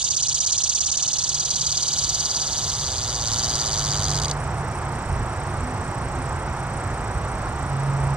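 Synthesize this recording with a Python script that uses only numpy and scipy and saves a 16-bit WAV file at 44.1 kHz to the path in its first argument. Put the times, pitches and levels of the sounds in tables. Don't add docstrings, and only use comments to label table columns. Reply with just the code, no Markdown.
import sys
import numpy as np
from scipy import signal
from scipy.fft import rfft, irfft, next_fast_len
from scipy.io import wavfile
from scipy.ndimage import uniform_filter1d

SR = 44100
rng = np.random.default_rng(int(sys.argv[2]) if len(sys.argv) > 2 else 0)


def master(y):
    cut = np.clip(np.atleast_2d(y).T, -1, 1)
    pcm = np.round(cut * 32767)
    wavfile.write(sys.argv[1], SR, pcm.astype(np.int16))


N = 359856
TIME = np.arange(N) / SR

# time in seconds, level in dB beside a steady stroke.
LAST_STROKES = [(4.198, -0.5), (4.217, -1.5), (4.223, -2), (4.233, -0.5), (4.244, 2), (4.255, 0),
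                (4.281, -4), (4.293, -8), (4.298, -3), (4.311, -0.5)]


def vigour_at(s, full_song_s=0.92, tiring_s=0.71):
    return np.exp(-np.maximum(s - full_song_s, 0) / tiring_s)


def rib_clicks(stroke_jitter=0.011, tired_jitter=0.0404, rib_jitter_ms=0.064, scatter_db=1.42):
    # time in seconds, strokes per second, gap between ribs in ms.
    stroke_pace = [(0, 238, 1.07), (.4, 222, 1.28), (.8, 228, 1.11), (1.3, 197, 1.19), (2, 180, 1.28),
                   (2.45, 149, 1.45), (3.25, 114, 1.4), (3.42, 120, 1.3), (3.7, 112, 1.33),
                   (4.2, 94.5, 1.26)]
    # place in rib gaps, level in dB in full song,
    # level in dB when tired, pitch ratio of the abdomen's ring.
    ribs = [(0, 0, -8, 0.92), (1, -3.5, 2, 0.98), (2, 0, -8.5, 1.034), (3, -1.5, -.5, 1.055)]
    last_s, last_db = np.transpose(LAST_STROKES)
    strokes_so_far = np.cumsum(curve(stroke_pace, TIME)[0]) / SR
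    steady_count = int(np.interp(last_s[0], TIME, strokes_so_far))
    steady_s = np.interp(np.arange(steady_count), strokes_so_far, TIME)
    start = np.r_[steady_s, last_s]
    stroke_db = np.r_[0 * steady_s, last_db]
    chance = rng.standard_normal((900, 9))[:len(start)]
    rate, gap_ms = curve(stroke_pace, start)
    vigour = vigour_at(start)[:, None]
    jitter = vigour * stroke_jitter + (1 - vigour) * tired_jitter
    start = start[:, None] + chance[:, :1] / rate[:, None] * jitter
    order, full_db, tired_db, ratio = np.transpose(ribs)
    when = start + (order * gap_ms[:, None] + rib_jitter_ms * chance[:, 1:5]) / 1000
    rib_db = vigour * full_db + (1 - vigour) * tired_db
    db = stroke_db[:, None] + rib_db + scatter_db * chance[:, 5:]
    return when.ravel(), db.ravel(), np.tile(ratio, len(start))


def cicada(abdomen_db=0, abdomen_ms=0.49, pause_at=.815, pause_width=0.068, pause_db=25,
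           detune=0.031, song_db=3, first_crest_s=.047):
    # time in seconds, pumps per second.
    pump_pace = [(0, 16.07), (.98, 18.29), (1.02, 18.81), (2.25, 18.64), (3.26, 16.69), (3.48, 18.57),
                 (3.95, 14.97), (4.2, 18.3)]
    # share of the cycle, abdomen resonance in Hz in full song,
    # the same in Hz when tired (both before rib ratio and detuning), level in dB at full throb.
    pump_cycle = [(0, 5950, 4600, 4.5), (.12, 4940, 4260, 1.5), (.26, 4100, 3650, -4),
                  (.42, 3000, 3380, -1), (.56, 4100, 3760, -.3), (.68, 5150, 4600, -.3),
                  (.8, 5950, 5300, 1.3), (.88, 6750, 5900, 2.5)]
    # time in seconds, factor on the pump's level in dB.
    throb_depth = [(0, 1), (2.1, 1.3), (2.9, 0.22), (3.4, 0.77), (3.8, .15)]
    # mean frequency in Hz, decay in ms, level in dB in full song, level in dB when tired.
    tymbal_modes = [(4730, 1.6, -22, -9), (6170, .8, -2, -1), (6950, .7, -1, -6), (8050, .4, -4.3, -3.8),
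                    (10200, .25, -29.5, -10.5), (12000, .07, -15.5, -6)]
    # time in seconds, level in dB before song_db is added.
    song_level = [(0, -24.8), (.6, -24), (1.4, -26), (2, -25.5), (2.9, -29.5), (3.2, -30), (3.33, -26.8),
                  (3.95, -28.5), (4.2, -30)]
    when, db, ratio = rib_clicks()
    pumps = np.cumsum(curve(pump_pace, TIME)[0]) / SR
    phase = (np.interp(when, TIME, pumps) - np.interp(first_crest_s, TIME, pumps)) % 1
    share, *columns = np.transpose(pump_cycle)
    full_hz, tired_hz, pump_db = (np.interp(phase, share, c, period=1) for c in columns)
    vigour = vigour_at(when)
    throb = curve(throb_depth, when)[0]
    abdomen_hz = vigour * full_hz + (1 - vigour) * tired_hz
    pause = np.exp(-((phase - pause_at) / pause_width) ** 8)
    gain = undb(db + throb * pump_db - pause_db * vigour * pause)
    spread = rng.standard_normal((len(when), 1 + len(tymbal_modes))).T
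    click_hz = abdomen_hz * ratio * (1 + detune * spread[0])
    song = rings(when, click_hz, abdomen_ms, gain * undb(abdomen_db))
    for k, (mode_hz, decay_ms, full_db, tired_db) in enumerate(tymbal_modes):
        sign = 1 if k < 2 else -1
        mode_gain = sign * gain * undb(vigour * full_db + (1 - vigour) * tired_db)
        varied_hz = mode_hz + 70 * spread[k + 1] / decay_ms
        song = song + rings(when, varied_hz, decay_ms, mode_gain)
    power = uniform_filter1d(song ** 2, size=9600)
    held_power = np.interp(np.minimum(TIME, LAST_STROKES[0][0]), TIME, power)
    effort = undb(curve(song_level, TIME)[0] + song_db) / np.sqrt(held_power)
    return song * effort


def tree(song, leaves_db=-10.5, leaves_t60=0.065, echo_db=-12, echo_s=.001675):
    # frequency in Hz, gain in dB.
    to_left = [(1500, -31.5), (2400, -12), (3100, -1.5), (4200, 1), (4500, -1.5), (4850, 3), (5500, 1.5),
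               (6200, -2), (6800, -13), (7400, -17), (8400, -19), (9400, -22.5), (12000, -18.5),
               (15500, -29)]
    to_right = [(1500, -31), (2400, -11.5), (3100, -1.5), (4200, 0), (4500, -4.5), (4750, -5), (5250, 1),
                (6200, 2.5), (6800, -1), (7400, 1.5), (8400, -1), (9400, -2.5), (12000, -5.5), (15500, -13)]
    song = song + undb(echo_db) * np.interp(TIME - echo_s, TIME, song)
    age = TIME[:8192]
    scatter = rng.standard_normal((2, len(age))) * undb(-60 * age / leaves_t60) * (age > .002)
    scatter *= undb(leaves_db) / np.sqrt(np.sum(scatter ** 2, axis=1))[:, None]
    sides = []
    for leaves, path in zip(scatter, (to_left, to_right)):
        leafy = signal.fftconvolve(song, leaves)[:N]
        sides.append(colour(song + leafy, path))
    return np.array(sides)


def tickers(crest=0.32, length=0.21):
    # strokes per second, time in seconds when one cycle starts, top of the note in Hz,
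    # fall per cycle in Hz, waver in Hz, mean level in dB, rasp beside the note in dB, right minus left in dB.
    katydids = [(29.2, 4.331, 8680, 1500, 140, -45, -15.5, 18.5),
                (77.2, 4.334, 6150, 1500, 100, -47.5, -11, 0), (89.4, 4.34, 5900, 1500, 100, -53, -12, -1)]
    out = 0
    for rate, cycle_s, top_hz, fall_hz, waver_hz, db, rasp_db, right_db in katydids:
        phase = ((TIME - cycle_s) * rate + 0.036 * walk(5)) % 1
        hz = top_hz - fall_hz * phase + waver_hz * walk(900)
        tone = np.sin(2 * np.pi * np.cumsum(hz) / SR) * undb(2 * walk(700))
        rasp = undb(rasp_db + 2.6 * walk(30)) * noise_band(top_hz - fall_hz * crest, 3010)
        stroke = np.exp(-((phase - crest) / length) ** 2)
        level = undb(db + 0.78 * walk(20))
        out = out + place((tone + rasp) * stroke * level, right_db, lag_ms=0.023)
    return out


def chirpers(length=0.17):
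    # middle of one chirp in seconds, chirps per second, pitch in Hz, width in Hz,
    # level in dB up to that chirp, fading after it in dB per second (negative grows).
    chirping_insects = [(4.412, 5.505, 9020, 300, -55.5, -0.5), (4.425, 6.15, 9730, 330, -59.5, 4)]
    out = 0
    for chirp_s, rate, hz, width_hz, db, fade_db in chirping_insects:
        phase = ((TIME - chirp_s) * rate + .5) % 1 - .5
        chirp = noise_band(hz, width_hz) * np.exp(-(phase / length) ** 2)
        out = out + chirp * undb(db - fade_db * np.maximum(TIME - chirp_s, 0))
    return place(out, right_db=12.0, lag_ms=0)


def traffic(rumble_db=2, tyres_db=1, drone_db=-7, diffuse_db=-11, rumble_waver_db=1.3,
            drone_waver_db=2.5, waver_hz=1.6, engine_hz=146.1, engine_sag_hz_per_s=1.05):
    # time in seconds, level in dB that all three parts follow.
    road_level = [(0, -47), (.95, -45), (4.16, -32), (8.16, -31.5)]
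    # frequency in Hz, relative level in dB per Hz.
    rumble_shape = [(15, -18), (30, -10), (50, -1.5), (70, 0.5), (110, 0), (140, -4.5), (175, -11),
                    (220, -23), (400, -43.5), (2000, -100)]
    tyre_shape = [(100, -16.5), (200, 1), (290, -4), (360, -1.5), (450, -3), (620, -1.5), (800, 2.5),
                  (1000, -0.5), (1300, -2.5), (1700, -8), (2200, -13), (3000, -21.5), (4500, -27),
                  (9000, -40), (15000, -47)]
    # middle in seconds, length in seconds, rise in dB.
    rumble_surges = [(3.95, .35, 2), (5.2, 0.19, 5), (6.2, .25, 1.5)]
    drone_swells = [(1.8, .5, 4), (4.2, 1.23, 8), (6.7, .6, 3.5), (7.947, 0.69, 11.7)]
    road_db, = curve(road_level, TIME)
    surge_db = sum(db * swell(s, length) for s, length, db in rumble_surges)
    swell_db = sum(db * swell(s, length) for s, length, db in drone_swells)
    rumble_level_db = road_db + rumble_db + surge_db + rumble_waver_db * walk(4.014)
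    rumble = unit(colour(rng.standard_normal(N), rumble_shape)) * undb(rumble_level_db)
    hz = engine_hz - engine_sag_hz_per_s * TIME + waver_hz * walk(12)
    drone_level_db = road_db + drone_db + swell_db + drone_waver_db * walk(12)
    drone = np.sqrt(2) * np.sin(2 * np.pi * np.cumsum(hz) / SR) * undb(drone_level_db)
    direct, *scattered = unit(colour(rng.standard_normal((3, N)), tyre_shape))
    diffuse_shape = [(200, -14.5), (600, -5.0), (1200, 2.5), (3000, 3.5)]  # Hz, dB
    diffuse = colour(np.array(scattered), diffuse_shape) * undb(diffuse_db)
    tyres = (place(direct, right_db=2, lag_ms=0.077) + diffuse) * undb(road_db + tyres_db)
    return place(rumble + drone, right_db=2.6, lag_ms=0.054) + tyres


def whines(width_hz=14):
    # middle in seconds, length in seconds, pitch in Hz, level in dB at the height.
    engine_whines = [(5.75, 0.27, 247, -38), (6.12, 0.2, 258, -39), (5.6, 2.2, 356, -47)]
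    tones = sum(noise_band(hz, width_hz) * undb(db) * swell(s, length) for s, length, hz, db in engine_whines)
    return place(tones, right_db=1.5, lag_ms=.06)


def chorus(left_db=-51, right_db=-49):
    # frequency in Hz, relative level in dB per Hz.
    left_shape = [(2000, -22), (3500, -5), (4800, 1.5), (5700, 1), (6200, -4), (6900, -14), (8200, -12),
                  (9500, -24), (12000, -26), (15500, -31)]
    right_shape = [(2000, -17), (3500, -27), (4800, -16), (5800, .5), (6600, -1), (7400, 3), (8200, 0),
                   (9500, -17), (12000, -28), (15500, -43)]
    sides = []
    for shape, db in ((left_shape, left_db), (right_shape, right_db)):
        hiss = unit(colour(rng.standard_normal(N), shape))
        sides.append(hiss * undb(db + 1.5 * walk(70)))
    return np.array(sides)


def undb(db):
    return 10 ** (np.asarray(db) / 20)


def curve(table, at):
    s, *columns = np.transpose(table)
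    return [np.interp(at, s, c) for c in columns]


def unit(x):
    return x / np.sqrt(np.mean(x ** 2))


def colour(x, points):
    hz, db = np.transpose(points)
    size = next_fast_len(N + 4096, True) // 2 * 2
    grid = np.maximum(np.arange(size // 2 + 1) * SR / size, 1)
    outline_db = np.interp(np.log(grid), np.log(hz), db)
    cepstrum = irfft(np.log(undb(outline_db)))
    cepstrum[1:size // 2] *= 2
    cepstrum[size // 2 + 1:] = 0
    return irfft(rfft(x, size) * np.exp(rfft(cepstrum)))[..., :N]


def noise_band(hz, width_hz):
    grid = np.arange(N // 2 + 1) * SR / N
    bell = np.exp(-2 * ((grid - hz) / width_hz) ** 2)
    return unit(irfft(rfft(rng.standard_normal(N)) * bell, N))


def walk(rate):
    k = int(SR / rate)
    steps = np.repeat(rng.standard_normal(N // k + 1), k)
    return 1.3 * uniform_filter1d(uniform_filter1d(steps, k), k)[:N]


def swell(middle_s, length_s):
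    return np.exp(-(2 * (TIME - middle_s) / length_s) ** 4)


def place(x, right_db, lag_ms):
    left = np.interp(TIME - lag_ms / 1000, TIME, x) * undb(-right_db / 2)
    return np.array([left, x * undb(right_db / 2)])


def rings(when, hz, decay_ms, gain, size=320):
    index = np.ceil(when * SR).astype(int)[:, None] + np.arange(size)
    age = index / SR - when[:, None]
    decay = np.exp(-1000 * age / decay_ms)
    wave = gain[:, None] * decay * np.sin(2 * np.pi * np.reshape(hz, (-1, 1)) * age)
    return np.bincount(np.maximum(index, 0).ravel(), wave.ravel(), N)[:N]


def scene():
    return tree(cicada()) + tickers() + chirpers() + chorus() + traffic() + whines()


def record(dry, top_hz=15750):
    return signal.sosfilt(signal.ellip(10, .2, 80, top_hz, fs=SR, output="sos"), dry)


dry = scene()
out = record(dry)
master(out)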